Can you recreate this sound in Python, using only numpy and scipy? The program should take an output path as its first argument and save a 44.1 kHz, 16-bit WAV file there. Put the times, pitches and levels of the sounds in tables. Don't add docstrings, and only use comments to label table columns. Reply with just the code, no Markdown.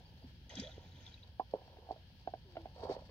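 import sys
import numpy as np
from scipy import signal
from scipy.fft import rfft, irfft
from scipy.io import wavfile
from scipy.ndimage import uniform_filter1d

SR = 44100
rng = np.random.default_rng(int(sys.argv[2]) if len(sys.argv) > 2 else 0)


def waveform_to_disk(signal):
    frames = np.transpose(np.atleast_2d(signal))
    scaled = np.clip(frames, -1, 1) * 32767
    samples = np.round(scaled).astype(np.int16)
    wavfile.write(sys.argv[1], SR, samples)


N = 136710

# time in seconds, level in dB.
SPRAY_ENVELOPE = [(.489, -75), (.494, -55), (.53, -55.5), (.555, -54.5), (.59, -49), (.61, -52), (.66, -58),
                  (.7, -60), (.74, -66.5), (.95, -68), (1.065, -60), (1.11, -67), (1.25, -75), (1.35, -90)]
# frequency in Hz, gain in dB.
SPRAY_EQ = [(620, -63), (1050, -34), (1280, -9.5), (1910, -5), (2070, -3.5), (2760, -12), (3340, 1.5),
            (3650, -5.5), (4880, -8.5), (5600, -17.5), (6800, -17.5), (7150, -34), (15000, -51.5)]
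SIDE = np.array([[1], [-1]])


def stone_knocks():
    # start in seconds, level in dB, pitch in Hz, ring time to -60 dB in
    # seconds, offset of crack and overtone in dB.
    blows = [(.004, -56, 730, 0.028, -22), (.225, -57.5, 680, 0.018, -26), (.241, -45.5, 250, 0.068, -28),
             (.536, -47, 630, 0.018, -28), (.584, -47.5, 650, 0.019, -32), (.779, -41.5, 373, 0.0076, -30),
             (.838, -56, 750, 0.014, -30), (1.3955, -24, 782, 0.018, -33), (1.4001, -32, 1000, 0.025, -36),
             (1.5364, -22, 568, 0.012, -43), (1.545, -35, 436, 0.02, -37), (1.616, -51.5, 740, 0.02, -23),
             (1.677, -51.5, 720, 0.021, -21), (1.768, -51, 720, 0.02, -17), (1.784, -49.5, 426, 0.022, -17),
             (1.869, -54, 845, 0.016, -30), (1.887, -43, 722, 0.039, -33), (1.900, -41, 720, 0.01, -32),
             (1.907, -28.5, 736, 0.016, -40), (1.924, -47.5, 445, 0.022, -30),
             (1.960, -47.5, 636, 0.015, -25), (2.273, -28, 730, 0.018, -29),
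             (2.336, -31.5, 715, 0.017, -27), (2.554, -44.5, 735, 0.016, -21),
             (2.567, -33.5, 667, 0.023, -19), (2.655, -35.5, 730, 0.014, -25.5),
             (2.760, -52.5, 560, 0.022, -26), (2.794, -49.5, 702, .027, -30),
             (2.828, -38, 636, 0.0081, -36), (2.834, -34, 476, 0.03, -37), (2.849, -37, 510, 0.044, -32),
             (2.889, -31.5, 570, 0.0096, -35), (2.896, -24.5, 421, 0.013, -41),
             (2.909, -28.5, 470, 0.015, -37), (2.918, -33, 742, 0.014, -30),
             (2.964, -35.5, 540, 0.015, -27), (3.019, -49, 596, 0.031, -26), (3.091, -53, 494, .03, -13)]
    # frequency in Hz, gain in dB.
    crack_eq = [(900, -14.5), (1500, 3.5), (2800, 1), (4500, -9)]
    # delay in seconds, gain in dB.
    boulders = [(.0045, -17), (.0085, -14), (.016, -20.5)]
    rise_s, body_top_hz = 0.002, 1008
    body, crack, overtone = np.zeros((3, N))
    for start, db, hz, t60, crack_db in blows:
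        add(body, start, undb(db) * ring(hz, t60, rise_s))
        add(body, start, undb(db - 13) * ring(hz * 1.284, t60, rise_s))
        add(body, start, undb(db - 13) * ring(hz * 0.44, t60, rise_s))
        add(overtone, start, undb(db + crack_db + 1) * ring(hz * 2.134, t60, rise_s))
        add(crack, start + 0.00097, undb(db + crack_db) * burst(decay_s=0.0065))
    echoes = sum(undb(db) * np.roll(body, int(delay * SR)) * (-1) ** k
                 for k, (delay, db) in enumerate(boulders))
    body = signal.sosfilt(signal.butter(6, body_top_hz, fs=SR, output="sos"), body + echoes)
    crack = 2.4 * colour(crack, [(500, -32)] + crack_eq + [(9000, -63.5)])
    return (body + overtone + crack) * undb(0.5 * SIDE)


def shoe_shuffle():
    # time in seconds, level in dB.
    crunch_envelope = [(0.0, -70.5), (0.4, -80), (.49, -78.5), (0.52, -61), (0.67, -71), (.8, -70.5),
                       (1.3, -77), (1.5, -78.5), (1.56, -58.5), (1.64, -68), (1.78, -68.5), (1.84, -68),
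                       (1.92, -61.5), (2.02, -78.5), (2.43, -75.5), (2.58, -67), (2.74, -73), (2.77, -59.5),
                       (2.85, -53.5), (2.92, -50), (2.98, -64.5), (3.1, -73)]
    # time in seconds, level in dB.
    slide_envelope = [(1.6, -85), (1.67, -71), (1.75, -88), (1.91, -75), (1.96, -78), (2.72, -82),
                      (2.79, -68.5), (2.84, -63.5), (2.875, -78.5), (2.9, -60), (2.93, -60), (2.95, -70),
                      (3.0, -79), (3.1, -77.5)]
    # frequency in Hz, gain in dB.
    slide_eq = [(800, -6), (1200, -4), (2000, -6), (3200, -6.5), (4600, 2.5), (5600, -7.5), (7200, -25.5),
                (15000, -34)]
    crunch_band = signal.butter(3, (334, 848), "band", fs=SR, output="sos")
    crunch = signal.sosfilt(crunch_band, patter(per_s=1200, scatter_db=2))
    slide = colour(patter(per_s=4000, scatter_db=3.18), slide_eq)
    crunch = level(crunch, 0) * undb(curve(crunch_envelope) + 1.8 * wander(24.74))
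    slide = level(slide, 0) * undb(curve(slide_envelope) + 3.5 * wander(60))
    return crunch + slide


def lure_splash():
    # start in seconds, level in dB, pitch in Hz.
    drops = [(0.4943, -56.5, 3340), (0.5522, -45, 4660), (0.57, -41.5, 3320), (0.5976, -38, 4700),
             (0.646, -45.5, 3290), (0.67, -43.5, 3310), (0.7657, -57, 2830), (0.7892, -62, 3300),
             (0.9197, -58, 3930), (0.9553, -60, 3100), (1.005, -58, 2970), (1.0642, -48, 3470),
             (1.123, -57, 3930), (1.14, -49, 3830), (1.176, -58, 2520), (1.2322, -51.5, 3910)]
    # start in seconds, level in dB.
    slap_hits = [(0.495, -49), (0.555, -42), (.599, -37.5)]
    drop_t60, glide = 0.015, 0.037
    mist = level(colour(patter(per_s=3500, scatter_db=2.3), SPRAY_EQ), -5)
    spray = (mist + fizz()) * undb(curve(SPRAY_ENVELOPE) + 1.3 * wander(40))
    for start, db, hz in drops:
        add(spray, start, undb(db) * ring(hz, drop_t60, 0.00085, glide))
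        add(spray, start + 0.001054, undb(db - 9) * ring(hz * 1.186, drop_t60, 0.001, glide))
    slaps = np.zeros(N)
    for start, db in slap_hits:
        add(slaps, start, undb(db) * burst(decay_s=0.0021))
    return spray + colour(slaps, [(1000, -27), (2000, -13), (6500, -1.0), (8000, -19.5), (15000, -35)])


def fizz():
    per_s, low_hz, high_hz, scatter_db = 1400, 1211, 6952, 2.67
    start = SPRAY_ENVELOPE[0][0]
    span = SPRAY_ENVELOPE[-1][0] - start
    bubbles = np.zeros(N)
    for when, pitch, chance in rng.random((int(per_s * span), 3)):
        bubble = ring(low_hz + pitch * (high_hz - low_hz), t60=0.022, rise_s=0.0012, glide=0.044)
        add(bubbles, start + when * span, undb(-scatter_db * np.log(chance + 1e-9)) * bubble)
    return level(colour(bubbles, SPRAY_EQ), -4) * np.sqrt(span * SR / N)


def air_pocket():
    # start in seconds, level in dB, pitch in Hz, ring time to -60 dB in seconds.
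    glugs = [(.564, -41, 283, 0.056), (.578, -41, 198, .03), (.589, -36.5, 221, 0.052),
             (.605, -41, 249, 0.035), (.619, -44.5, 380, 0.02), (.632, -47, 482, 0.035),
             (.645, -50, 592, 0.042), (.658, -47, 576, .04), (.672, -48.5, 613, 0.065),
             (.69, -58, 710, .04)]
    gurgle = np.zeros(N)
    for start, db, hz, t60 in glugs:
        add(gurgle, start, undb(db) * ring(hz, t60, rise_s=0.0037, glide=0.11))
    return gurgle * undb(1.5 * wander(120))


def sinking_tone():
    # time in seconds, pitch in Hz, level in dB.
    path = [(2.445, 419.4, -78), (2.46, 399, -64.5), (2.49, 366, -65.5), (2.54, 344, -69),
            (2.59, 333.5, -55.5), (2.62, 328, -60.5), (2.65, 323, -67), (2.67, 308.5, -75)]
    t = np.arange(N) / SR
    sounding = (t > path[0][0]) & (t < path[-1][0])
    phase = 2 * np.pi * np.cumsum(curve(path)) / SR
    return np.sqrt(2) * undb(curve(path, column=2)) * sounding * np.sin(phase)


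def whistles():
    # start in seconds, level in dB, pitch in Hz.
    notes = [(.052, -63, 4710), (.086, -72, 4700), (.175, -66.5, 4480), (.21, -69.5, 4900),
             (.228, -66, 4720)]
    track = np.zeros(N)
    for start, db, hz in notes:
        add(track, start, undb(db) * ring(hz, t60=0.095, rise_s=0.0042))
    return track


def rumble():
    # frequency in Hz, gain in dB.
    rumble_eq = [(15, -26), (25, -19), (59, 1.5), (84, 2), (162, -7.5), (205, -11), (500, -30), (650, -63),
                 (1100, -120)]
    mid, side = colour(rng.standard_normal((2, N)), rumble_eq)
    return level(mid * undb(1.9 * wander(2.4)) + undb(-18) * side * SIDE, -57)


def far_water():
    # frequency in Hz, gain in dB.
    water_eq = [(530, -44), (900, -12.5), (1080, -21), (1300, -8), (1420, -7.5), (1700, 2), (2050, -8.5),
                (3240, 4), (3520, -1), (4980, -3), (7940, -31), (8740, -24.5), (15700, -16.5)]
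    noise = colour(rng.standard_normal((2, N)), water_eq)
    hiss = 0
    for hz in 500 * 2. ** np.arange(6):
        band = colour(noise, [(hz / 2, -60), (hz / 2.3, -9), (hz, 0), (hz * 1.68, -9), (hz * 2, -60)])
        hiss = hiss + band * undb(wander(12.18))
    return level(hiss, -69.5) * undb(1.4 * SIDE)


def mic_ports(x, left_lead_s, tail_db, tail_t60):
    # frequency in Hz, left over right in dB.
    shading = [(200, 0), (400, -2), (800, -7.5), (1300, -0.5), (2400, -0.5), (4400, 6.5), (8000, 16.5),
               (15000, 4)]
    # frequency in Hz, gain in dB.
    width = [(150, -23.5), (700, -15), (1500, 3), (15000, -1.5)]
    t = np.arange(N) / SR
    hz = np.fft.rfftfreq(N, 1 / SR)
    mid, side = rng.standard_normal((2, N)) * np.exp(-np.log(1000) * t / tail_t60)
    tails = rfft(mid) + gain_at(width, hz) * rfft(side) * SIDE
    scatter = tails * undb(tail_db) / np.sqrt(np.sum(mid ** 2))
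    shade = np.sqrt(gain_at(shading, hz))
    left_right = np.array([shade, np.exp(-2j * np.pi * hz * left_lead_s) / shade])
    return irfft(rfft(x) * (1 + scatter) * left_right, N)


def ring(hz, t60, rise_s, glide=0.):
    t = np.arange(int(SR * (t60 + 4 * rise_s))) / SR
    envelope = (1 - np.exp(-(t / rise_s) ** 2)) * np.exp(-np.log(1000) * t / t60)
    return envelope / envelope.max() * np.sin(2 * np.pi * hz * t * (1 + glide * t / t60))


def burst(decay_s):
    return rng.standard_normal(600) * np.exp(-np.arange(600) / SR / decay_s)


def patter(per_s, scatter_db):
    chance, polarity, size = rng.random((3, N))
    return (chance < per_s / SR) * np.sign(polarity - .5) * undb(-scatter_db * np.log(size + 1e-9))


def wander(per_s):
    hold = int(SR / per_s)
    steps = np.repeat(rng.standard_normal(N // hold + 1), hold)
    return 1.26 * uniform_filter1d(uniform_filter1d(steps, hold), hold)[:N]


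def undb(db):
    return 10 ** (np.asarray(db) / 20)


def level(x, db):
    return x * undb(db) / np.sqrt(np.mean(x ** 2))


def curve(table, column=1):
    rows = np.array(table)
    return np.interp(np.arange(N) / SR, rows[:, 0], rows[:, column])


def gain_at(eq, hz):
    rows = np.array(eq)
    return undb(np.interp(np.log(hz + 1), np.log(rows[:, 0]), rows[:, 1]))


def colour(x, eq):
    return irfft(rfft(x) * gain_at(eq, np.fft.rfftfreq(N, 1 / SR)), N)


def add(track, start, sound):
    i = max(int(start * SR), 0)
    track[..., i:i + sound.shape[-1]] += sound[..., :N - i]


def scene():
    knocks = mic_ports(stone_knocks() + sinking_tone(), left_lead_s=.00013, tail_db=-16.5, tail_t60=0.094)
    grit_and_glugs = mic_ports(shoe_shuffle() + air_pocket(), left_lead_s=.00013, tail_db=-2, tail_t60=0.047)
    splash = mic_ports(lure_splash() + whistles(), left_lead_s=.00004, tail_db=-5, tail_t60=0.041)
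    return knocks + grit_and_glugs + splash + rumble() + far_water()


def record(dry):
    top_hz = 15750
    return signal.sosfilt(signal.ellip(10, .2, 70, top_hz, fs=SR, output="sos"), dry)


dry = scene()
out = record(dry)
waveform_to_disk(out)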